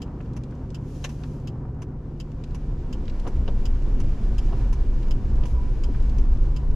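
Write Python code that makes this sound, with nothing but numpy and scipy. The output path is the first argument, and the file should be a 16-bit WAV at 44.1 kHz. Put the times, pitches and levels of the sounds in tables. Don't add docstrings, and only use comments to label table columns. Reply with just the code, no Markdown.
import sys
import numpy as np
from scipy import signal
from scipy.fft import rfft, irfft, next_fast_len
from scipy.io import wavfile
from scipy.ndimage import uniform_filter1d, map_coordinates

SR = 44100
rng = np.random.default_rng(int(sys.argv[2]) if len(sys.argv) > 2 else 0)


def unload_wav(signal):
    wavfile.write(
        sys.argv[1],
        SR,
        np.round(np.clip(np.atleast_2d(signal).T, -1, 1) * 32767).astype(np.int16),
    )


N = 297675

# time_s, pitch_hz
HUM_PITCH = [(0, 165), (.21, 156), (.48, 154.3), (.68, 145.8), (1.35, 144.5), (1.89, 148.5), (2.42, 148.6),
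             (2.77, 144.8), (3, 142), (3.8, 126), (5.5, 123.2), (6.3, 131.7), (6.75, 147)]
# cycles_per_turn, level_db
CRANK_ORDERS = [(1, -0.5), (2, -8.5), (3, -2), (4, 0), (6, -15), (7, -9.5)]
# time_s, pitch_hz, level_db
WHIRR_TONE = [(0, 134.2, -43.5), (.45, 127.1, -37), (.75, 115.7, -46), (1.1, 122.5, -73),
              (1.45, 125.8, -39.5), (1.7, 120.5, -41.5), (2.1, 124.7, -46), (2.6, 121, -68)]
# freq_hz, density_db
BOOM_SPECTRUM = [(15, -33.5), (28, -13), (36, -0.5), (42, -3), (49, -5.5), (58, -4.5), (68, -9), (78, -19),
                 (90, -16), (108, -17), (135, -21), (165, -38), (400, -109)]
SWAY_SPECTRUM = [(6, -29), (13, -5.5), (20, 6.5), (29, 3.5), (36, -3.5), (60, -53), (120, -105)]
# freq_hz, density_db
ROAR_SPECTRUM = [(40, -25.5), (62, 5.5), (78, 5.5), (92, -1), (108, 3), (128, 2), (146, -4), (168, -5),
                 (188, -0.5), (225, -1), (255, -1.5), (305, -6.5), (370, -7), (430, -12), (510, -13),
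                 (630, -24), (1000, -34.5), (2500, -70)]
TREAD_SPECTRUM = [(300, -3.5), (550, 1.5), (750, 2.5), (860, 5), (980, 2), (1150, -1), (1600, -10),
                  (2100, -16), (2800, -29), (4000, -44), (9000, -51.5)]
LEAF_SPECTRUM = [(800, -2.5), (1550, 8.5), (2100, 7), (2750, 4.5), (3800, 1.5), (5200, 0.5), (6200, -1),
                 (7500, -5.5), (8500, -11), (10500, -16), (12200, -16), (13500, -28), (15500, -41.5)]
# time_s, level_db
ROAR_ENVELOPE = [(0, -35.5), (.8, -37), (1.45, -34.5), (2, -37), (2.45, -39.5), (2.75, -35.5),
                 (2.95, -35.5), (3.1, -36), (3.9, -33.5), (4.3, -35), (5.2, -34.5), (5.9, -35),
                 (6.75, -35.5)]
TREAD_ENVELOPE = [(0, -53), (.75, -55.5), (1.35, -55), (1.65, -54), (2.3, -57.5), (3.25, -51.5), (5, -52),
                  (6.75, -52)]
LEAF_ENVELOPE = [(0, -68.5), (.7, -66.5), (1.35, -66), (1.65, -72.5), (2, -73.5), (2.25, -67), (3.2, -59.5),
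                 (4.5, -56.5), (5.2, -60), (6.1, -58.5), (6.75, -62)]
# freq_hz, density_db
CLOSE_SPECTRUM = [(500, -37), (1000, -9), (2000, -15.5), (2450, -9.5), (2750, -2.5), (3150, -0.5),
                  (3600, -13.5), (4400, -12), (5000, -3.5), (5850, -16), (6700, -11.5), (7600, -14),
                  (8500, -30), (12000, -26.5), (15500, -40)]
OPEN_SPECTRUM = [(500, -14.5), (800, -6), (1000, 5), (1250, -3), (1700, -5), (2800, -2), (4000, -11.5),
                 (6100, -3.5), (8200, -18.5), (10400, -16.5), (11000, -24), (12000, -20), (13100, -35.5),
                 (15500, -31)]
# freq_hz, level_db, t60_s
CLOSE_RING = [(2730, -2.5, .032), (2960, 1, .03), (3150, 1, .03), (4980, -5.5, .028), (7400, -10, .04),
              (10400, -8, .04), (11700, -6, .05)]
OPEN_RING = [(987, 8.5, 0.04), (2700, -3, .03)]
# time_s, gain_db
TICK_ENVELOPE = [(0, -.5), (2.9, 0), (3.6, 2), (5.1, 2.5), (5.85, 0.5), (6.6, -1.7)]
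# start_s, level_db, centre_hz
TWIG_SNAPS = [(.077, -62, 2500), (0.204, -45, 1300), (.259, -60, 2300), (0.333, -59.5, 4500),
              (0.435, -52.5, 4000), (.508, -62, 4500), (.522, -52.5, 1400), (.552, -67, 5000),
              (.703, -53, 4020), (1.235, -46.5, 2900), (1.24, -47, 1200), (1.384, -53, 800),
              (1.559, -52, 747), (1.652, -50, 798), (1.961, -52, 785), (2.438, -47.5, 3330),
              (2.507, -61, 4000), (3.054, -56, 3500), (3.079, -44, 2300), (3.097, -48, 3160),
              (3.197, -50, 4340), (3.274, -43, 1300), (4.461, -58, 4000), (5.03, -51.5, 3250),
              (5.069, -55, 3500), (5.356, -58, 5000), (5.4355, -45, 2600), (5.946, -46, 1300),
              (6.002, -57, 3060), (6.024, -57, 4950), (6.095, -52, 4000), (6.325, -57, 2970),
              (6.372, -61, 3000)]
# start_s, level_db
WHEEL_DROPS = [(.36, -37), (2.905, -34.5), (3.275, -31), (3.475, -31), (4.325, -38), (4.528, -31),
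               (4.999, -38.5), (5.429, -29), (5.886, -31.5), (6.003, -40)]
# freq_hz, density_db
THUMP_SPECTRUM = [(50, -18), (110, 0.5), (170, 3), (260, 0), (420, -8), (600, -15), (1200, -48.5),
                  (4000, -110)]
FOLIAGE_SPECTRUM = [(1000, -27), (2500, -3), (4500, -2.5), (6500, 0.5), (7600, -6), (8800, -10.5),
                    (12200, -11.5), (13500, -23), (15500, -23)]
SLAP_SPECTRUM = [(250, -17), (380, -18), (530, 9), (800, 2), (1050, 7), (1350, -5), (1750, 8), (2100, 1.5),
                 (2750, 4.5), (3400, -0.5), (4000, 0.5), (4700, -6), (6100, 2), (7400, -6), (8300, -16),
                 (12000, -21.5), (15500, -33.5)]
# peak_s, level_db, swell_s, fade_s
BUSH_SWEEPS = [(1, -61, 0.15, 0.25), (1.34, -69.5, 0.11, 0.09), (5.485, -60, .03, .06)]
# start_s, level_db
BRANCH_SLAPS = [(1.0405, -32), (1.0458, -34)]
# freq_hz, level_db, t60_s
PANEL_MODES = [(537, 6, .083), (953, -6, .05), (1787, -4, .07), (2130, 5, .06), (2680, 4, .06),
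               (2977, 2, .06)]
# start_s, level_db, pitch_hz
RUTS = [(2.65, -23.5, 36.5), (3.311, -23, 65.5), (3.3, -34.5, 125), (3.47, -27.5, 60.4), (4.29, -18, 44.3),
        (4.44, -15, 36.7), (4.5, -27, 109.8), (4.609, -14, 40.2), (5.22, -19.5, 66.1), (5.32, -17, 50.7),
        (5.49, -17, 59.2), (5.96, -20, 44.2), (6.02, -20, 56.5), (6.26, -19.5, 52.9)]
# start_s, thud_db, clack_db, crack_db
STICK_KNOCKS = [(3.2503, -38, -47.5, -71), (3.266, -34, -36.5, -53), (3.478, -31, -43.5, -45),
                (4.525, -32, -39.5, -59), (5.428, -40, -50, -65.5)]
# freq_hz, density_db
THUD_SPECTRUM = [(60, -22), (150, 8), (400, 2.5), (700, -5), (1200, -15.5), (2000, -30), (5000, -53.5),
                 (10000, -90)]
CLACK_SPECTRUM = [(350, -24), (650, 4.5), (850, -2), (1100, 0), (1500, -10.5), (2100, -22), (5000, -49.5)]
CRACK_SPECTRUM = [(700, -31), (3000, 13), (6500, -5), (10000, -45)]
# peak_s, half_length_s, level_db, pitch_hz
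CHASSIS_SQUEAKS = [(5.08, .055, -56, 955), (5.595, 0.048, -47.5, 987), (5.68, .04, -55, 985),
                   (6.58, .05, -53.5, 1004)]
# centre_hz, width_hz, gain_db
CABIN_BANDS = [(724, 31, 4), (861, 47, -5), (966, 61, 2.5), (1500, 280, 2), (1750, 36, 2.5),
               (2190, 62, -3.5), (2800, 330, 2.5), (3160, 40, 3.5), (3330, 350, 0), (4980, 90, 2.5),
               (5900, 60, 3), (7350, 200, 2), (10370, 580, 5)]
# freq_hz, side_minus_mid_db
STEREO_WIDTH = [(30, -25.5), (125, -55.5), (250, -29), (500, -15), (1000, -12), (2000, -4), (5000, -4.5),
                (8000, -3.5), (12000, -3)]
# freq_hz, left_minus_right_db
MIC_BALANCE = [(2000, 1), (4500, 0.5), (6500, 0), (8000, 4), (10300, 1.5), (12000, 11.5), (15000, -3.5)]


def amp(db):
    return 10 ** (np.asarray(db) / 20)


def unit(x):
    return x / np.sqrt(np.mean(x ** 2) + 1e-20)


def seconds(size=N):
    return np.arange(size) / SR


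def ramp(start_s, length_s):
    return np.clip((seconds() - start_s) / length_s, 0, 1)


def along(points, hz):
    knots_hz, values = np.transpose(points)
    return np.interp(np.log(hz + 1), np.log(knots_hz + 1), values)


def curves(rows):
    time_s, *columns = np.transpose(rows)
    return [np.interp(seconds(), time_s, column) for column in columns]


def wobble(rate_hz):
    knots = rng.standard_normal(int(N * rate_hz / SR) + 4)
    return map_coordinates(knots, [np.arange(N) * rate_hz / SR])


def noise(spectrum, size=N):
    white = rng.standard_normal((2, size))
    n_fft = next_fast_len(size)
    hz = np.fft.rfftfreq(n_fft, 1 / SR)
    width_rad = np.arctan(amp(along(STEREO_WIDTH, hz)))
    shaped = rfft(white, n_fft) * amp(along(spectrum, hz))
    mid, side = irfft(shaped * [np.cos(width_rad), np.sin(width_rad)], n_fft)[:, :size]
    return unit(np.array([mid + side, mid - side]))


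def burst(spectrum, attack_s, hold_s, t60_s, size=8192):
    t = seconds(size)
    decay = amp(-60 * np.maximum(t - hold_s, 0) / t60_s)
    return noise(spectrum, size) * (1 - np.exp(-t / attack_s)) * decay


def ringing(modes, size=8192, attack_s=0.00077):
    t = seconds(size)
    ring = 0
    for hz, db, t60_s in modes:
        cycles = hz * t + rng.random() + min(hz / 4000, 1) * rng.random((2, 1))
        ring += amp(db - 60 * t / t60_s) * np.sin(2 * np.pi * cycles)
    return ring * (1 - np.exp(-t / attack_s))


def add(track, start_s, sound):
    part = track[:, max(round(start_s * SR), 0):][:, :sound.shape[1]]
    part += sound[:, :part.shape[1]]


def resonance_db(hz, centre_hz, width_hz, peak_db):
    return peak_db / (1 + (2 * (hz - centre_hz) / width_hz) ** 2)


def engine(base_db=-42, coast_db=-13, waver_db=1.03):
    lift_s, resume_s, pedal_s = 2.776, 3.84, 0.22
    coasting = ramp(lift_s, pedal_s) - ramp(resume_s, pedal_s)
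    hum_hz, = curves(HUM_PITCH)
    crank_hz = hum_hz / 4
    turns = np.cumsum(crank_hz * (1 + .002 * wobble(12))) / SR
    hum = 0
    for order, level_db in CRANK_ORDERS:
        drone_db = resonance_db(order * crank_hz, centre_hz=142.55, width_hz=7.4, peak_db=7)
        gain = amp(level_db + drone_db + waver_db * wobble(10))
        hum += gain * np.sin(2 * np.pi * (order * turns + rng.random()))
    return np.sqrt(2) * amp(base_db + coast_db * coasting) * hum


def whirr():
    hz, db = curves(WHIRR_TONE)
    gain = np.sqrt(2) * amp(db + 2.2 * wobble(8.2))
    return gain * np.sin(2 * np.pi * (np.cumsum(hz) / SR + rng.random()))


def jolts(spectrum, give=4.6):
    motion = noise(spectrum)
    swing_power = uniform_filter1d(np.abs(signal.hilbert(motion[0])) ** 2, SR // 16)
    return unit(motion / np.sqrt(np.abs(swing_power) + give))


def body(rough_from_s=1.644, rough_over_s=2.01, worsen_db_per_s=1.23):
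    rough = ramp(rough_from_s, rough_over_s)
    asphalt = 1 - rough
    boom_db = -38 * asphalt - 27.5 * rough
    sway_db = -46.5 * asphalt - 21.5 * rough
    worsen_db = worsen_db_per_s * np.maximum(seconds() - rough_from_s - rough_over_s, 0)
    return amp(worsen_db) * (amp(boom_db) * jolts(BOOM_SPECTRUM) + amp(sway_db) * jolts(SWAY_SPECTRUM))


def rut_envelope(start_s, rise_s=0.061):
    age = np.maximum(seconds() - start_s, 0) / rise_s
    return (age * np.exp(1 - age)) ** 2


def tyres(rut_lift_db=0.1):
    tread_db, = curves(TREAD_ENVELOPE)
    roar_db, = curves(ROAR_ENVELOPE)
    roar_db += rut_lift_db * sum(rut_envelope(start_s) for start_s, _, _ in RUTS)
    roar = amp(roar_db + 0.73 * wobble(11)) * noise(ROAR_SPECTRUM)
    rush = amp(tread_db + 1.45 * wobble(22.01)) * noise(TREAD_SPECTRUM)
    return roar + rush


def crackle(rate_hz, spread_db):
    sizes = amp(spread_db * rng.exponential(size=N).clip(0, 4))
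    fractures = (rng.random(N) < rate_hz / SR) * sizes * rng.choice([-1, 1], N)
    scatter = burst(LEAF_SPECTRUM, attack_s=0.00014, hold_s=.001, t60_s=0.03, size=2048)
    return unit(signal.oaconvolve(fractures[None], scatter, axes=1)[:, :N])


def leaves(litter_ref_db=-56):
    litter_db, = curves(LEAF_ENVELOPE)
    litter = unit(noise(LEAF_SPECTRUM) + 0.45 * crackle(rate_hz=1100, spread_db=0.5))
    lone_db = -75 + 0.45 * (litter_db - litter_ref_db)
    lone = amp(lone_db) * crackle(rate_hz=38, spread_db=6)
    return amp(litter_db + 0.9 * wobble(20)) * litter + lone


def relay_click(spectrum, modes, ring_db, touch_db, seat_db, seat_s=.0018):
    click = burst(spectrum, attack_s=0.00037, hold_s=0.0094, t60_s=0.058) + amp(ring_db) * ringing(modes)
    pan_right = amp([[-6], [0]])
    for start_s, db in [(0, touch_db), (seat_s, seat_db)]:
        snap = burst(spectrum, attack_s=0.0001, hold_s=0.0014, t60_s=0.008)
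        add(click, start_s, amp(db) * snap * pan_right)
    return click


def flasher(close_s=.0179, open_s=.3648, period_s=.72715):
    closing = lambda: relay_click(CLOSE_SPECTRUM, CLOSE_RING, ring_db=-17, touch_db=-2, seat_db=5)
    opening = lambda: relay_click(OPEN_SPECTRUM, OPEN_RING, ring_db=0.5, touch_db=-1.5, seat_db=4)
    out = np.zeros((2, N))
    for first_s, db, strike in [(close_s, -46.3, closing), (open_s, -50.3, opening)]:
        common = strike()
        for start_s in np.arange(first_s, N / SR, period_s):
            add(out, start_s, amp(db) * (.8 * common + .6 * strike()))
    return amp(curves(TICK_ENVELOPE)[0]) * out


def twigs(width_oct=0.73):
    out = np.zeros((2, N))
    hz = np.geomspace(100, 16000, 40)
    shelf_db = along([(7300, 3), (8800, -2)], hz)
    for start_s, db, centre_hz in TWIG_SNAPS:
        shape_db = -4.3 * (np.log2(hz / centre_hz) / width_oct) ** 2 + shelf_db
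        snap = burst(np.c_[hz, shape_db], attack_s=0.00044, hold_s=0.0013, t60_s=0.042)
        add(out, start_s, amp(db) * snap)
    return out


def thumps():
    out = np.zeros((2, N))
    for start_s, db in WHEEL_DROPS:
        add(out, start_s, amp(db) * burst(THUMP_SPECTRUM, attack_s=0.0025, hold_s=0.01, t60_s=0.14))
    return out


def foliage():
    t = seconds()
    contact = 0
    for peak_s, db, swell_s, fade_s in BUSH_SWEEPS:
        width_s = np.where(t < peak_s, swell_s, fade_s)
        contact += amp(db) * np.exp(-((t - peak_s) / width_s) ** 2)
    return contact * amp(0.88 * wobble(30)) * noise(FOLIAGE_SPECTRUM)


def branch(ring_db=-17):
    out = np.zeros((2, N))
    for start_s, db in BRANCH_SLAPS:
        slap = burst(SLAP_SPECTRUM, attack_s=0.0013, hold_s=0.004, t60_s=0.063)
        add(out, start_s, amp(db) * (slap + amp(ring_db) * ringing(PANEL_MODES)))
    return out


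def ruts():
    return sum(amp(db) * rut_envelope(start_s) * np.sin(2 * np.pi * hz * (seconds() - start_s))
               for start_s, db, hz in RUTS)


def sticks():
    out = np.zeros((2, N))
    for start_s, thud_db, clack_db, crack_db in STICK_KNOCKS:
        thud = amp(thud_db) * burst(THUD_SPECTRUM, attack_s=0.00081, hold_s=0.012, t60_s=0.057)
        clack = amp(clack_db) * burst(CLACK_SPECTRUM, attack_s=0.0014, hold_s=0.0066, t60_s=0.05)
        crack = amp(crack_db) * burst(CRACK_SPECTRUM, attack_s=0.0003, hold_s=0.0036, t60_s=0.061)
        add(out, start_s, thud + clack + crack)
    return out


def squeaks():
    out = 0
    for peak_s, half_length_s, db, hz in CHASSIS_SQUEAKS:
        phase_rad = 2 * np.pi * np.cumsum(hz * (1 + 0.0089 * wobble(63))) / SR
        envelope = np.exp(-((seconds() - peak_s) / half_length_s) ** 2)
        out += amp(db) * envelope * np.sin(phase_rad)
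    return out


def cabin(x):
    n_fft = next_fast_len(N + SR // 2)
    hz = np.fft.rfftfreq(n_fft, 1 / SR)
    gain_db = sum(resonance_db(hz, *band) for band in CABIN_BANDS)
    return irfft(rfft(x, n_fft) * amp(gain_db), n_fft)[:, :N]


def scene():
    car = engine() + whirr() + body() + ruts() + thumps() + tyres() + squeaks() + flasher()
    return cabin(car + leaves() + foliage() + branch() + twigs() + sticks())


def record(dry):
    top_hz, fade_in_s = 15400, .004
    n_fft = next_fast_len(N + SR // 2)
    hz = np.fft.rfftfreq(n_fft, 1 / SR)
    balance_db = along(MIC_BALANCE, hz) * np.minimum(hz / 2000, 1)
    tilt = amp(np.outer([.5, -.5], balance_db))
    spectrum = rfft(dry * ramp(0, fade_in_s), n_fft)
    return irfft(spectrum * tilt * (hz < top_hz), n_fft)[:, :N]


dry = scene()
out = record(dry)
unload_wav(out)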